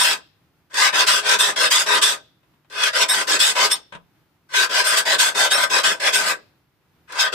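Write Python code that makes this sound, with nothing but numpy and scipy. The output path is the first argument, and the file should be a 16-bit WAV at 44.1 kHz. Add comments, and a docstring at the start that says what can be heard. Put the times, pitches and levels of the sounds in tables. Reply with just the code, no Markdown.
"""Filing a hand saw

A steel file sharpens a saw clamped in a wooden vice, close by, in short spells of quick strokes.
Its ridges snap over a tooth, and this train of impulses drives the resonances of blade and vice.
A push swells and rasps broadly; a pull bites at once, is brighter, and now and then squeals as the
tooth locks into its modes. The file ticks as it lands and bumps between spells; the workshop is quiet."""
import sys
import numpy as np
from scipy import signal
from scipy.fft import rfft, irfft
from scipy.io import wavfile
from scipy.ndimage import uniform_filter1d

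SR = 44100
rng = np.random.default_rng(int(sys.argv[2]) if len(sys.argv) > 2 else 0)


def dump(signal):
    """Clip the signal to [-1, 1] and save it as 16-bit WAV at the path in sys.argv[1]."""
    limited = np.clip(np.atleast_2d(signal).T, -1, 1)
    pcm = np.round(limited * 32767).astype(np.int16)
    wavfile.write(sys.argv[1], SR, pcm)


N = 323694
TIME, FREQ_HZ = np.arange(N) / SR, np.fft.rfftfreq(N, 1 / SR)

# spectrum of the pulls and the landing ticks: (frequency [Hz], relative spectral level [dB])
BRIGHT_SPECTRUM = [(50, -42), (120, -39), (280, -26), (550, -22), (800, -13), (1200, -2.5), (2100, -4.5),
                   (3600, 1.5), (5900, -9), (8200, -4), (11300, -25.5), (12300, -15), (15000, -20.5)]


def gain_of(db):
    """Amplitude ratio: a factor of ten for every 20 dB."""
    return 10 ** (np.asarray(db) / 20)


def unit_rms(x):
    """Normalisation to a mean power of 1."""
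    return x / np.sqrt(np.mean(x ** 2) + 1e-20)


def curve_at(points, hz):
    """Interpolation of (frequency [Hz], value) points on a logarithmic frequency axis."""
    f, value = np.transpose(points)
    return np.interp(np.log(hz + 1), np.log(f + 1), value)


def add(mix, start_s, sound):
    """Superposition: a sound of several channels sums into the mix from its start time."""
    part = mix[:, max(round(start_s * SR), 0):][:, :sound.shape[1]]
    part += sound[:, :part.shape[1]]


def wander(rate_hz):
    """Random modulation: low-pass noise of rms 1."""
    return unit_rms(irfft(rfft(rng.standard_normal(N)) / (1 + (FREQ_HZ / rate_hz) ** 4), N))


def steady_band(x, low_hz, high_hz):
    """Band-pass filtering, with the level held steady by dividing by the running rms."""
    hz = FREQ_HZ + 1
    part = irfft(rfft(x) / (1 + (low_hz / hz) ** 12) / (1 + (hz / high_hz) ** 12), N)
    return part / np.sqrt(uniform_filter1d(part.mean(0) ** 2, size=1500) + 1e-12)


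def radiate(pair, spectrum, lift_db=0):
    """Interaural coherence: two independent signals are coloured and blended, bass more than treble."""
    # likeness of left and right: (frequency [Hz], correlation [0-1])
    coherence = [(60, 0.47), (150, 0.98), (300, 0.75), (640, 0.8), (1400, 0.42), (3100, 0.12),
                 (7000, 0.0035)]
    alike = np.clip(curve_at(coherence, FREQ_HZ), -1, 1)
    left, independent = rfft(pair)
    right = alike * left + np.sqrt(1 - alike ** 2) * independent
    return irfft(np.array([left, right]) * gain_of(curve_at(spectrum, FREQ_HZ) + lift_db), N)


def workshop_air(level_db=-64, swell_db=-1.2, swell_hz=6):
    """Ambient noise: a low hush under slight amplitude modulation."""
    # noise floor: (frequency [Hz], relative spectral level [dB])
    spectrum = [(25, -27), (60, -7), (100, -4), (128, -4), (155, -1), (210, -11.5), (320, -7), (520, -18.5),
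                (850, -16), (1500, -18), (3200, -24), (5000, -28), (8000, -35.5), (15000, -28.5)]
    hush = radiate(rng.standard_normal((2, N)), spectrum)
    return gain_of(level_db + swell_db * wander(swell_hz)) * hush / np.std(hush.mean(0))


def ring(x, decays):
    """Reverberation: dense modes act as a noise tail in which each band decays at its own rate."""
    hz, t, noise = signal.stft(rng.standard_normal((2, SR)), SR, nperseg=256)
    decay = gain_of(-60 * t / curve_at(decays, hz)[:, None])
    tail = signal.istft(noise * decay, SR, nperseg=256)[1]
    return signal.fftconvolve(x, tail / np.linalg.norm(tail[0]), axes=1)[:, :N]


def vice_boom(x):
    """Damped resonance: the low modes of the clamped wood ring on, alike at both ears."""
    # modes of the vice: (frequency [Hz], T60 [s], gain [dB])
    modes = [(178, .17, 1), (316, .3, -12), (416, .12, -8), (506, .12, -13)]
    drive, boom = x.mean(0), np.zeros(N)
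    for hz, t60, db in modes:
        quality = hz * t60 * np.pi / np.log(1000)
        boom += gain_of(db) * signal.lfilter(*signal.iirpeak(hz, quality, fs=SR), drive)
    return boom


def body_response_db():
    """Frequency response of blade and vice: each resonance adds a Lorentzian peak or dip in dB."""
    # resonances: (frequency [Hz], bandwidth [Hz], left gain [dB], right gain [dB])
    resonances = [(181, 60, 10.5, 12.5), (316, 26, 9.5, 4), (415, 28, 14, 7), (503, 28, 10, 7.5),
                  (600, 140, 9, 8), (1025, 42, 8.5, 3), (1250, 230, 5, 1), (1535, 55, 13, 2),
                  (1640, 190, 4.5, 7.5), (2560, 60, 5, -1), (3295, 55, 3.5, 1), (4670, 150, 6.5, 6),
                  (5020, 61, 10, 4), (5306, 270, 8, 7), (6070, 110, 5, 8), (6650, 190, 2, 8),
                  (6970, 160, -7, -5), (7830, 92, 1, 6), (8460, 100, -0.5, 3), (9260, 450, 5.5, 4.5),
                  (10070, 160, 15, 4), (10780, 480, 10, 11), (11750, 260, 11, 7)]
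    return sum(np.array([[left], [right]]) / (1 + (2 * (FREQ_HZ - hz) / width) ** 2)
               for hz, width, left, right in resonances)


def knocks(body_db, tick_db=-10, tick_t60_s=0.035, rise_s=0.0016):
    """Impact transients: sharp ticks of steel on steel and duller bumps decay exponentially."""
    # the file lands on a tooth: (time [s], relative level [dB])
    landings = [(0.742, -11), (1.068, -6), (1.561, -10), (2.022, -3), (2.699, -32), (2.723, -25),
                (3.399, -3), (3.554, -11), (3.717, -2),  (4.537, -15), (4.696, -22), (4.709, -13),
                (4.84, -9), (5.35, -10), (5.7, -12), (6.0, -15), (7.122, -16)]
    # moved along between spells, it nudges saw and vice: (time [s], level [dB], T60 [s])
    bumps = [(2.43, -60, 0.11), (2.535, -61.5, 0.098), (2.645, -58, 0.081), (3.922, -33, .1),
             (3.934, -36.5, 0.12), (3.949, -31.5, 0.078), (4.157, -68, 0.074)]
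    # a bump through the vice: (frequency [Hz], relative spectral level [dB])
    bump_spectrum = [(50, -17), (160, -1.5), (300, -15.5), (700, -3.5), (1100, 6), (1600, -4), (2500, -1),
                     (3700, -1.5), (5000, -23), (8700, -18), (15000, -64)]
    out, t = np.zeros((2, N)), TIME[:SR // 4]
    attack = 1 - np.exp(-t / rise_s)
    steel = unit_rms(radiate(rng.standard_normal((2, N)), BRIGHT_SPECTRUM, body_db))
    wood = unit_rms(radiate(rng.standard_normal((2, N)), bump_spectrum, body_db))
    for k, (start, db) in enumerate(landings):
        burst = steel[:, k * len(t):(k + 1) * len(t)]
        add(out, start, burst * attack * gain_of(db + tick_db - 60 * t / tick_t60_s))
    for k, (start, db, t60) in enumerate(bumps):
        burst = wood[:, k * len(t):(k + 1) * len(t)]
        add(out, start, burst * attack * gain_of(db - 60 * t / t60))
    return out


def ridge_snaps(cuts_per_s, hiss, unevenness, patch_hz, patch_s, delay_at_1khz_s=0.012):
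    """Impulse excitation: file ridges snap over the tooth and launch dispersive bending waves."""
    # uneven response of the blade's fine modes: (frequency [Hz], relative level spread [dB])
    spread = [(200, 3), (1500, 3.5), (4000, 4.5), (8000, 3.5), (13000, 6.5)]
    snaps = rng.choice([-1., 1.], (2, N)) * (rng.random(N) < cuts_per_s / SR)
    # dispersion: the treble outruns the bass, so each snap is drawn out
    wavenumber = np.sqrt(FREQ_HZ * 1000)
    snaps = irfft(rfft(snaps) * np.exp(-4j * np.pi * delay_at_1khz_s * wavenumber), N)
    excitation = unit_rms(snaps) + hiss * rng.standard_normal((2, N))
    hz, t, spectra = signal.stft(excitation, SR, nperseg=1024)
    # the fine modes shift as the contact moves: random patches of gain in frequency and time
    patches = rng.standard_normal(spectra.shape[1:])
    for axis, step in enumerate([hz[1] / patch_hz, t[1] / patch_s]):
        bell = np.exp(-(np.arange(-30, 31) * step) ** 2)
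        patches = signal.fftconvolve(patches, np.expand_dims(bell, 1 - axis), "same")
    patches = np.minimum(unit_rms(patches), 1.7)
    colour = gain_of(unevenness * curve_at(spread, hz)[:, None] * patches)
    colour /= np.sqrt(np.mean(colour ** 2, 1, keepdims=True))
    return signal.istft(spectra * colour, SR, nperseg=1024)[1][:, :N]


def squeals(waver_hz=65, waver_rate_hz=240, throb_db=3, throb_rate_hz=170, edge_s=0.007):
    """Mode lock-in: the rough tones of a chattering tooth, and the power share they take from the rasp."""
    # a tooth locks in, mostly early in a pull: (time [s], duration [s], low mode [Hz],
    # high mode [Hz], power share [0-1] of the low, of the middle and of the high mode)
    lock_ins = [(0, 0.048, 3700, 8560, 0.1, 0.17, 0.27), (1.06, 0.1, 3310, 8500, 0.088, 0, 0.0093),
                (1.39, 0.047, 3534, 8300, 0.33, 0, 0.17), (1.71, 0.073, 3343, 8050, 0.28, 0.01, .03),
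                (2.02, .06, 3450, 8330, 0.19, 0, 0.063), (3.086, 0.055, 3760, 8330, 0.29, 0.23, .33),
                (3.395, .06, 3520, 8500, 0.31, 0.037, 0.015), (3.713, .047, 3633, 8580, 0.25, 0.21, 0.39),
                (4.868, 0.041, 3500, 8580, 0.084, 0.019, .38), (5.506, 0.039, 3750, 8500, 0.46, 0, 0.097),
                (5.533, .042, 3750, 8600, 0.13, .45, 0.2), (5.84, 0.029, 3313, 8500, 0.17, 0.017, 0),
                (6.15, .042, 3540, 8440, 0.16, .04, .3)]
    # faint further modes: (frequency [Hz], glide [Hz/s], power relative to the high mode [0-1])
    overtones = [(9120, 1002.5, 0.14), (10650, 8001.5, 0.023), (12930, -2, 0.044)]
    middle_hz = 5400
    glides_hz_per_s = (5500, 4100, -1500)  # the three modes shift as the contact moves up the tooth
    tones, tonal_share = np.zeros((2, N)), np.zeros(N)
    drift, throb = wander(waver_rate_hz), np.array([wander(throb_rate_hz), wander(throb_rate_hz)])
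    for start, length, low_hz, high_hz, low, middle, high in lock_ins:
        t = np.arange(0, length, 1 / SR)
        gate = np.clip(np.minimum(t, t[-1] - t) / edge_s, 0, 1)
        modes = list(zip((low_hz, middle_hz, high_hz), glides_hz_per_s, (low, middle, high)))
        modes += [(hz, glide, high * power) for hz, glide, power in overtones]
        for hz, glide, share in modes:
            offset, right_phase = rng.integers(N // 2), rng.uniform(-1, 1) * np.pi / 2
            span = slice(offset, offset + len(t))
            pitch_hz = hz + glide * (t - length / 2) + waver_hz * drift[span]
            phase = 2 * np.pi * np.cumsum(pitch_hz) / SR
            tone = np.sin([phase, phase + right_phase]) * gain_of(throb_db * throb[:, span])
            add(tones, start, np.sqrt(share * gate) * tone / np.std(tone.mean(0)))
            add(tonal_share[None], start, share * gate[None])
    return tones, np.minimum(tonal_share, 0.95)


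def catch_lift_db(rise_ratio=0.27):
    """Stick and slip: the level rises quickly as the file catches and falls slowly as it works free."""
    # catches: (time [s], release time [s], lift of the rasp [dB])
    catches = [(1.001, 0.029, 4.5), (2.838, 0.008, 6.5), (3.019, 0.035, 6.5), (3.096, 0.049, 11),
               (3.722, 0.034, 9.5), (4.878, 0.045, 5), (4.977, 0.03, 8.5), (5.513, 0.05, 15.5),
               (5.632, 0.023, 2.0), (6.138, 0.06, 12), (6.279, 0.055, 5.5), (7.198, 0.037, 12.5)]
    lift_db = np.zeros(N)
    for peak_s, release_s, db in catches:
        width_s = release_s * np.where(TIME < peak_s, rise_ratio, 1)
        lift_db += db * np.exp(-np.minimum(abs(TIME - peak_s) / width_s, 10) ** 2)
    return lift_db


def add_stroke(envelopes, start, attack_s, shape_db, levels_db):
    """Inertia: of rasp, blade and vice, the heavier the part, the less it follows a stroke's shape."""
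    follows = np.array([[1], [0.85], [0.6]])
    attack = np.minimum(TIME[:len(shape_db)] / attack_s, 1)
    stroke = attack * gain_of(levels_db + follows * shape_db)
    add(envelopes, start, stroke[:, max(-round(start * SR), 0):])


def filing(envelopes, scrape, rasp_db, blade_db, vice_db, bite, judder_depth_db, tones=0, tonal_share=0):
    """Amplitude modulation: strokes and judder shape the scrape in three bands: rasp, blade and vice."""
    vice_top_hz, blade_top_hz, fizz_hz = 850, 2200, 6500
    rasp, blade, vice = envelopes
    catch_db = catch_lift_db()
    rasp, blade = rasp * gain_of(catch_db), blade * gain_of(0.22 * catch_db)
    fizz = signal.sosfiltfilt(signal.butter(2, fizz_hz, "high", fs=SR, output="sos"), scrape)
    brightness = np.clip(rasp / gain_of(-18), 0.3, 2) ** bite  # a harder bite is brighter
    cutting = steady_band(scrape + (brightness - 1) * fizz, blade_top_hz, SR)
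    treble = gain_of(rasp_db) * rasp * (np.sqrt(1 - tonal_share) * cutting + tones)
    middle = gain_of(blade_db) * blade * steady_band(scrape, vice_top_hz, blade_top_hz)
    bass = gain_of(vice_db) * vice * steady_band(scrape, 0, vice_top_hz)
    judder_db = judder_depth_db * wander(rate_hz=60)
    sway_db = wander(rate_hz=35)  # the hand presses unevenly
    return treble * gain_of(0.52 * judder_db) + (middle + bass) * gain_of(judder_db + sway_db)


def pushes(body_db, attack_s=0.0093, graze_attack_s=0.02, brake_s=0.047, fade_db_per_s=1101.5):
    """Friction noise grows with sliding speed: each push swells, holds and brakes ever faster."""
    # pushes: (time [s], time to braking [s], relative level [dB] of rasp, of blade and of vice,
    # swell depth [dB], swell time [s])
    strokes = [(0.727, 0.14, -18.5, -22, -37.5, 30.5, 0.081), (0.92, 0.1, -21, -22, -33.5, 20, 0.044),
               (1.219, 0.12, -18.5, -21.5, -32, 26.5, 0.089), (1.557, 0.1, -19.5, -23.5, -32.5, 10, 0.075),
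               (1.856, 0.11, -19.5, -21, -31, 11.5, 0.091), (2.697, 0.17, -21, -23, -38.5, 33.5, 0.18),
               (2.925, 0.099, -22, -24.5, -33.6, 17.5, 0.049), (3.268, 0.078, -19.5, -24, -33, 8.5, 0.057),
               (3.549, 0.099, -18.5, -22, -31.0, 12.5, 0.08), (4.511, 0.12, -20.0, -21.6, -38, 41, 0.059),
               (4.69, 0.11, -20.0, -23.5, -33.5, 17.5, 0.099), (5.05, 0.084, -18.5, -23, -31, 8.5, 0.1),
               (5.342, 0.11, -19, -24, -31, 14.5, 0.065), (5.694, 0.092, -20.5, -24, -32.5, 13, 0.057),
               (5.995, 0.077, -15.5, -19, -28, 19.5, 0.15), (7.091, 0.17, -27, -24.5, -39, 35.5, 0.15),
               (7.319, 0.08, -17, -20.5, -27.5, 17.5, 0.077)]
    # light touches ahead of some spells:
    # (time [s], time to fade [s], relative level [dB] of rasp, of blade and of vice)
    grazes = [(0.696, 0.028, -55, -53, -66), (4.487, 0.028, -51, -48.5, -65), (7.073, 0.048, -56, -49, -72)]
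    # scrape of a push: (frequency [Hz], relative spectral level [dB])
    spectrum = [(50, -43), (120, -42), (280, -21), (550, -13.5), (800, -10), (1200, -4), (2100, -4),
                (3600, 1.5), (5900, -10), (8200, -8.5), (11300, -28), (12300, -20.5), (15000, -24)]
    envelopes, t = np.zeros((3, N)), TIME[:SR // 2]
    for start, length, *levels_db, depth_db, swell_s in strokes:
        swell_db = -depth_db * np.maximum(1 - t / swell_s, 0) ** 2
        brake_db = fade_db_per_s * (np.hypot(np.maximum(t - length, 0), brake_s) - brake_s)
        add_stroke(envelopes, start, attack_s, swell_db - brake_db, np.vstack(levels_db))
    for start, length, *levels_db in grazes:
        fade_db = fade_db_per_s * np.maximum(t - length, 0)
        add_stroke(envelopes, start, graze_attack_s, -fade_db, np.vstack(levels_db))
    snaps = ridge_snaps(cuts_per_s=5000, hiss=0.44, unevenness=1.04, patch_hz=81.5, patch_s=0.038)
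    return filing(envelopes, radiate(snaps, spectrum, body_db),
                  rasp_db=-1, blade_db=0.8, vice_db=-1.73, bite=0.17, judder_depth_db=0.54)


def pulls(body_db, attack_s=0.022, fade_db_per_s=528):
    """Friction noise follows contact force: a pull bites at once and mostly sags as the hand eases."""
    # pulls: (time [s], time to fade [s], relative level [dB] of rasp, of blade and of vice, sag [dB])
    strokes = [(-0.019, 0.15, -15, -22.5, -37.1, 6.5), (1.062, 0.13, -13.5, -21.5, -37.0, 10),
               (1.385, 0.12, -11.5, -19.5, -34.5, 14.5), (1.701, 0.12, -12.5, -22, -38.5, 9),
               (2.012, 0.12, -11, -21.5, -38, 14.5), (3.08, 0.14, -25.5, -27, -35, -0.5),
               (3.388, 0.12, -12, -23.5, -38, 9), (3.695, 0.047, -20.6, -31.5, -41, 5),
               (4.835, 0.17, -23, -24.5, -36, 2.2), (5.181, 0.11, -12.5, -19.5, -36, 11),
               (5.501, 0.14, -30.5, -27.3, -32, -8), (5.831, 0.096, -13, -19, -33.5, 12.5),
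               (6.12, 0.2, -28, -25, -34, 0.5)]
    sag_share = np.array([[1], [0.6], [0]])  # rasp, blade, vice
    envelopes, t = np.zeros((3, N)), TIME[:SR // 2]
    for start, length, *levels_db, full_sag_db in strokes:
        sag_db = sag_share * full_sag_db * np.minimum(t / length, 1)
        fade_db = fade_db_per_s * np.maximum(t - length, 0)
        add_stroke(envelopes, start, attack_s, -fade_db, np.vstack(levels_db) - sag_db)
    snaps = ridge_snaps(cuts_per_s=8000, hiss=0.4, unevenness=0.83, patch_hz=125, patch_s=0.03)
    tones, tonal_share = squeals()
    return filing(envelopes, radiate(snaps, BRIGHT_SPECTRUM, body_db),
                  rasp_db=-1.24, blade_db=0, vice_db=-2.85, bite=0.095, judder_depth_db=0.87,
                  tones=tones, tonal_share=tonal_share)


def scene():
    """Source and filter: pushes, pulls and knocks ring in the blade and the vice, then in the room."""
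    # decay of the blade's vibration: (frequency [Hz], T60 [s])
    blade_decay = [(200, 0.29), (1500, 0.11), (4000, 0.047), (14000, 0.064)]
    # reverberation of the workshop: (frequency [Hz], T60 [s])
    room_decay = [(150, 0.95), (1000, 0.31), (4000, 0.5), (14000, 0.12)]
    body_db = body_response_db()
    contact = pushes(body_db) + pulls(body_db) + knocks(body_db)
    saw = contact + gain_of(-6.5) * ring(contact, blade_decay) + vice_boom(contact)
    return saw + gain_of(-26.5) * ring(saw, room_decay) + workshop_air()


def record(dry):
    """Band limiting: a linear-phase low-pass filter removes the highest treble."""
    cutoff_hz = 15200
    low_pass = signal.firwin(301, cutoff_hz, window=("kaiser", 9), fs=SR)
    return signal.oaconvolve(dry, low_pass[None], "same")


dry = scene()
out = record(dry)
dump(out)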